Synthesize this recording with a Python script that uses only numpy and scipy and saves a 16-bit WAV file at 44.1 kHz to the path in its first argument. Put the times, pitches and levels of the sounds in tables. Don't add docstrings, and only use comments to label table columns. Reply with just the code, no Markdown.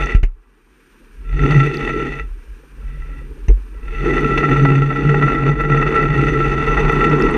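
import sys
import numpy as np
from scipy import signal
from scipy.io import wavfile
from scipy.ndimage import uniform_filter1d, minimum_filter1d

SR = 44100
rng = np.random.default_rng(int(sys.argv[2]) if len(sys.argv) > 2 else 0)


def wrap_up_sound(samples):
    columns = np.atleast_2d(samples).T
    tamed = np.clip(columns, -1, 1)
    steps = np.round(tamed * 32767).astype(np.int16)
    wavfile.write(sys.argv[1], SR, steps)


N = 325017

# time_s, level_db
SWAY_LEVELS = [(0, -19.5), (.12, -25), (.3, -39), (.55, -60), (1.01, -54.5), (1.22, -32), (1.36, -12.5),
               (1.63, -29), (2.15, -31), (2.3, -24), (2.44, -40.5), (2.52, -30), (2.67, -52), (2.83, -25.5),
               (3.44, -29.5), (3.7, -32.5), (4.0, -20.5), (5.1, -27), (5.5, -24), (5.6, -21.5), (6.05, -23),
               (6.5, -23.5), (6.88, -18), (7.05, -25.5), (7.37, -19)]
# peak_s, level_db, rise_s, fall_s, pitch_hz
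HUM_SWELLS = [(1.581, -8.5, 0.2046, 0.12, 143), (3.069, -39.5, 0.399, 0.3926, 137.2),
              (4.161, -25.5, .15, 0.067, 141.1), (4.72, -12.5, .4, 0.27, 139),
              (5.07, -11.5, 0.053, 0.2, 139), (5.27, -16.5, 0.11, 0.047, 155),
              (5.51, -13, 0.12, 0.084, 141), (5.72, -17, 0.095, .14, 144), (6.2, -18, 0.21, 0.44, 142),
              (6.822, -19.5, 0.14, 0.22, 153), (7.142, -19, 0.11, 0.13, 152)]
# start_s, level_db, pitch_hz, swing_lead_s, rattle_db, slosh_db, ring_db
SHAFT_BUMPS = [(0.148, 2.5, 34.4, 0.011, -26, -24, -54), (0.23, -2.5, 33.2, 0.0056, -24.5, -28, -45),
               (3.483, 8, 45.3, -.006, -25.5, -10, -29.5)]
# centre_hz, width_hz, peak_db
SHAFT_MODES = [(445, 23, -5), (828, 23, -14), (1340.6, 19.7, 2), (1891, 48, -10), (1968, 22.4, -3),
               (2633, 104, -16), (2758, 11, -27.5), (3521, 140, -28), (4410, 150, -38.5), (5400, 83, -44.5),
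               (6070, 37, -32), (8370, 430, -53), (9140, 40, -71.5)]
# frequency_hz, relative_db
FRICTION_SPECTRUM = [(450, -28.5), (600, -24), (1100, -30), (2300, -25.5), (2900, -32), (3300, -46.5),
                     (4000, -47), (5000, -54), (7000, -51), (7600, -60.5), (10000, -58), (10600, -82.5),
                     (12500, -69), (15000, -98)]
# time_s, rubbing_db, gurgle_db, rubbing_brightness (0 to 1)
SWEEP_LEVELS = [(0, -21, -28.5, 0.5), (.13, -25.5, -32.5, 0.9), (.19, -48, -45, 1), (.33, -70.5, -65, 0.6),
                (1.15, -72, -58, 0.6), (1.3, -41, -49.5, 1), (1.44, -20, -18, 0.41), (1.7, -22, -27, .75),
                (2.03, -25, -22.5, 0.6), (2.2, -29.5, -41.5, .7), (2.3, -62, -59, .47),
                (2.72, -77, -57, 0.9), (2.85, -49, -55, 1), (3.2, -46.5, -48, .95), (3.3, -62.5, -44, 0.7),
                (3.65, -67, -52.5, 0.2), (3.86, -40, -44, 0.8), (3.98, -33.5, -39.5, 1),
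                (4.05, -20.5, -18, 0.3), (4.64, -21.5, -21.5, 0.41), (4.86, -25, -26, 0.27),
                (5.27, -20, -21.5, 0.23), (5.9, -18, -22.5, 0.03), (6.25, -20, -19, 0.39),
                (6.65, -19, -26, 0.4), (7.07, -19, -16.5, 0.25), (7.37, -21, -16, .29)]
# centre_s, depth_db
SWEEP_LULLS = [(5.419, 4.5), (5.563, 8.5), (5.66, 6.5), (6.106, 8.5), (6.31, 2.5)]
# start_s, peak_db, tilt_db_per_octave
FRICTION_KNOCKS = [(4.375, -8.5, 4.5), (4.4295, -5.5, -8), (4.558, -10, -7.5), (4.6485, -5.5, -8),
                   (4.7142, -14.5, -5.5), (4.913, -17, -12), (5.1407, -8, -8), (5.2208, -5.5, -4),
                   (5.2759, -8.5, -8), (5.8747, -14, 2), (5.959, -18.5, 8), (6.1, -15.5, 1.5),
                   (6.767, -7.5, -10.5), (6.8565, -20.5, -22), (7.039, -4.5, 3.5)]
# start_s, level_db, pitch_hz
GRAIN_TICKS = [(.060, -24, 6080), (1.5105, -26, 4500), (1.7427, -25, 4500), (1.771, -20, 4530),
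               (1.772, -34, 13500), (4.669, -41, 11000), (4.828, -40, 11500), (5.2525, -43, 10000),
               (5.9534, -35, 9000), (6.0272, -32, 4500), (6.028, -36, 13000), (6.470, -42, 11000),
               (7.049, -32, 7500), (7.099, -29, 5500), (7.1966, -30, 6950), (7.223, -19.5, 5250),
               (7.3125, -29, 8500)]
# frequency_hz, relative_db
GURGLE_SPECTRUM = [(60, -21), (105, -17), (200, -2), (280, 2.5), (450, 4), (500, -15), (545, -34),
                   (620, -51), (1500, -110)]
# time_s, level_db
RUSH_LEVELS = [(0, -68), (6.2, -53.5), (6.8, -32.5), (7.37, -30)]
# frequency_hz, relative_db
STILL_WATER_SPECTRUM = [(60, -17.5), (230, 1), (480, -4.5), (700, -23.5), (1640, -1.5), (2100, -13),
                        (2350, -4.5), (3400, -17.5), (4500, -21.5), (6000, -21.5), (7500, -26.5),
                        (10000, -26), (15000, -45)]
# pitch_hz, rms_db
WHINE_TONES = [(5846, -83.5), (8780, -74), (11687, -84), (11719, -79), (14626, -79)]
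# time_s, gain_db
BACKGROUND_GAINS = [(0, 5), (.15, -4), (.3, -12), (.9, 1.5), (3.5, 3.5), (4.6, 3.5), (5.5, -4), (6.2, 0),
                    (7.37, -6)]


def sway():
    pitch_hz = 42 + 2.4 * wander(2) + 5.6 * wander(11)
    swing = bending_note(pitch_hz, flutter_db=1, flutter_hz=12, overtone_db=-49)
    eddies = band_noise((28, 55), order=3)
    return amp(curves(SWAY_LEVELS)[0]) * (0.79 * swing + 0.68 * eddies)


def hum():
    t = np.arange(N) / SR
    rubbing_db = curves(SWEEP_LEVELS)[0]
    levels, pitches_hz = [amp(-26.5 + 0.86 * (rubbing_db + 19))], [141.1]
    for peak_s, level_db, rise_s, fall_s, pitch_hz in HUM_SWELLS:
        from_peak = np.maximum((peak_s - t) / rise_s, (t - peak_s) / fall_s)
        levels.append(amp(level_db - 20 * from_peak ** 1.38))
        pitches_hz.append(pitch_hz)
    level = sum(levels)
    mean_hz = np.array(pitches_hz) @ levels / level
    tone = bending_note(mean_hz + 4.4 * wander(11.8), flutter_db=2.5, flutter_hz=7.5, overtone_db=-14.5)
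    buffeting = band_noise((128, 158))
    return level * (0.83 * tone + 0.45 * buffeting)


def bumps():
    out, t = np.zeros(N), np.arange(SR // 2) / SR
    for start_s, level_db, pitch_hz, lead_s, rattle_db, slosh_db, ring_db in SHAFT_BUMPS:
        swing_time = t + lead_s * (1 - np.exp(-t / 0.0032))
        swing = -envelope(t, rise_s=0.0022, t60_s=0.23) * np.sin(2 * np.pi * pitch_hz * swing_time)
        burst = rng.standard_normal(len(t)) * envelope(t, rise_s=0.0014, t60_s=0.07)
        slosh = amp(slosh_db) * coloured(burst, GURGLE_SPECTRUM)
        rattle = amp(rattle_db) * coloured(burst, FRICTION_SPECTRUM, tilt_db=6)
        ring = amp(ring_db) * envelope(t, rise_s=0.0018, t60_s=0.045) * np.sin(2 * np.pi * 6070 * t)
        add(out, start_s, amp(level_db) * swing + ring + slosh + rattle)
    return out


def rubbing():
    grip = amp(1.5 * wander(14) + 2 * wander(70))
    slips = impulses(per_s=260, spread_db=4, cap_spreads=2.8)
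    slips = signal.lfilter(*signal.butter(2, 2600, fs=SR), slips)
    force = grip * (rng.standard_normal(N) + 0.47 * unit_rms(slips))
    dull = coloured(force, FRICTION_SPECTRUM, SHAFT_MODES, tilt_db=-3.5)
    sharp = coloured(force, FRICTION_SPECTRUM, SHAFT_MODES, tilt_db=7)
    rubbing_db, _, brightness = sweep()
    return amp(rubbing_db) * unit_rms((1 - brightness) * dull + brightness * sharp)


def knocks():
    out, t = np.zeros(N), np.arange(800) / SR
    for start_s, peak_db, tilt_db in FRICTION_KNOCKS:
        force = rng.standard_normal(len(t)) * envelope(t, rise_s=0.0035, t60_s=0.046)
        force = signal.lfilter(*signal.butter(1, 3000, fs=SR), force)
        ring = signal.oaconvolve(force, impulse_response(FRICTION_SPECTRUM, SHAFT_MODES[1:], tilt_db)[:5000])
        add(out, start_s, amp(peak_db) * ring / abs(ring).max())
    return out


def ticks():
    out, t = np.zeros(N), np.arange(800) / SR
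    for start_s, level_db, pitch_hz in GRAIN_TICKS:
        ring = envelope(t, rise_s=0.00012, t60_s=30 / pitch_hz) * np.sin(2 * np.pi * pitch_hz * t)
        add(out, start_s, amp(level_db) * ring)
    return out


def grit():
    strikes = impulses(per_s=35, spread_db=6, cap_spreads=4)
    patter = signal.sosfilt(signal.butter(2, (5000, 13000), "band", fs=SR, output="sos"), strikes)
    rubbing_db, _, _ = sweep()
    return amp(rubbing_db - 51) * unit_rms(patter)


def gurgle():
    lumps = amp(1.2 * wander(34) + 0.37 * wander(40))
    flow = coloured(lumps * rng.standard_normal(N), GURGLE_SPECTRUM)
    _, gurgle_db, _ = sweep()
    return amp(gurgle_db) * unit_rms(flow)


def rush():
    return band_noise((810, 1300)) * amp(curves(RUSH_LEVELS)[0] + 2.3 * wander(27))


def bubbles(per_s=64, cycles=8.2, pitch_rise=0.1):
    out, pitches_hz = np.zeros(N), np.geomspace(210, 520, num=10)
    for pitch_hz in pitches_hz:
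        age = np.arange(0, 1, pitch_hz / (cycles * SR))
        phase = 2 * np.pi * cycles * (age + pitch_rise * age ** 2 / 2)
        bubble = np.sin(np.pi * age) ** 2 * np.sin(phase)
        strengths = amp(3 * rng.standard_normal(N))
        onsets = rng.random(N) < per_s / len(pitches_hz) / SR
        out += signal.oaconvolve(strengths * onsets, bubble)[:N]
    _, gurgle_db, _ = sweep()
    return amp(-58 + curves(BACKGROUND_GAINS)[0] + 0.36 * (gurgle_db + 56)) * unit_rms(out)


def background():
    t = np.arange(N) / SR
    hiss = coloured(rng.standard_normal(N), STILL_WATER_SPECTRUM) * amp(wander(22))
    whine = sum(amp(db) * np.sqrt(2) * np.sin(2 * np.pi * hz * t) for hz, db in WHINE_TONES)
    return amp(curves(BACKGROUND_GAINS)[0]) * (amp(-56.5) * unit_rms(hiss) + whine)


def sweep():
    t = np.arange(N) / SR
    rubbing_db, gurgle_db, brightness = curves(SWEEP_LEVELS)
    lull_db = sum(db * np.exp(-((t - centre_s) / 0.036) ** 2) for centre_s, db in SWEEP_LULLS)
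    return rubbing_db - lull_db, gurgle_db - lull_db, brightness


def bending_note(pitch_hz, flutter_db, flutter_hz, overtone_db):
    phase = 2 * np.pi * np.cumsum(pitch_hz) / SR
    overtone = amp(overtone_db + 5.9 * wander(6.3)) * np.sin(2 * phase)
    return amp(flutter_db * wander(flutter_hz)) * np.sqrt(2) * (np.sin(phase) + overtone)


def impulse_response(spectrum, modes, tilt_db):
    hz = np.fft.rfftfreq(8192, 1 / SR) + 1
    points_hz, points_db = np.transpose(spectrum)
    power = amp(np.interp(np.log(hz), np.log(points_hz), points_db)) ** 2
    for centre_hz, width_hz, peak_db in modes:
        skirts = np.minimum(hz / centre_hz, centre_hz / hz) ** 8
        power += amp(peak_db) ** 2 / (1 + (2 * (hz - centre_hz) / width_hz) ** 2) * skirts
    octaves = np.log2(np.clip(hz, 1200, 2800) / 1500)
    log_gain = np.log(power * amp(tilt_db * octaves) ** 2 + 1e-12) / 2
    two_sided = np.r_[log_gain, log_gain[-2:0:-1]]
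    taps = np.fft.ifft(np.exp(np.conj(signal.hilbert(two_sided)))).real
    return taps / np.linalg.norm(taps)


def coloured(force, spectrum, modes=(), tilt_db=0):
    return signal.oaconvolve(force, impulse_response(spectrum, modes, tilt_db))[:len(force)]


def impulses(per_s, spread_db, cap_spreads):
    strengths = amp(spread_db * np.minimum(rng.exponential(1, N), cap_spreads))
    return strengths * (rng.random(N) < per_s / SR) * rng.choice([-1, 1], N)


def band_noise(band_hz, order=2):
    bandpass = signal.butter(order, band_hz, "band", fs=SR, output="sos")
    return unit_rms(signal.sosfilt(bandpass, rng.standard_normal(N)))


def wander(rate_hz):
    slow = signal.lfilter(*signal.butter(2, rate_hz, fs=SR), rng.standard_normal(N))
    return np.clip(unit_rms(slow), -2, 2)


def envelope(t, rise_s, t60_s):
    return (1 - np.exp(-t / rise_s)) * amp(-60 * t / t60_s)


def curves(rows):
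    time_s, *columns = np.transpose(rows)
    return [np.interp(np.arange(N) / SR, time_s, column) for column in columns]


def amp(db):
    return 10 ** (np.asarray(db) / 20)


def unit_rms(x):
    return x / np.sqrt(np.mean(x ** 2) + 1e-20)


def add(mix, start_s, sound):
    part = mix[round(start_s * SR):][:len(sound)]
    part += sound[:len(part)]


def scene():
    shaft = sway() + hum() + bumps() + rubbing() + knocks()
    return (shaft + ticks() + grit() + gurgle() + rush() + bubbles() + background())[None]


def record(dry):
    gain = minimum_filter1d(1 / np.maximum(abs(dry), 1), size=441)
    limited = dry * uniform_filter1d(gain, size=221)
    limited = signal.lfilter(*signal.butter(1, 8, "high", fs=SR), limited)
    lowpass = signal.firwin(511, 15400, window=("kaiser", 9), fs=SR)
    return signal.oaconvolve(limited, lowpass[None], "same")


dry = scene()
out = record(dry)
wrap_up_sound(out)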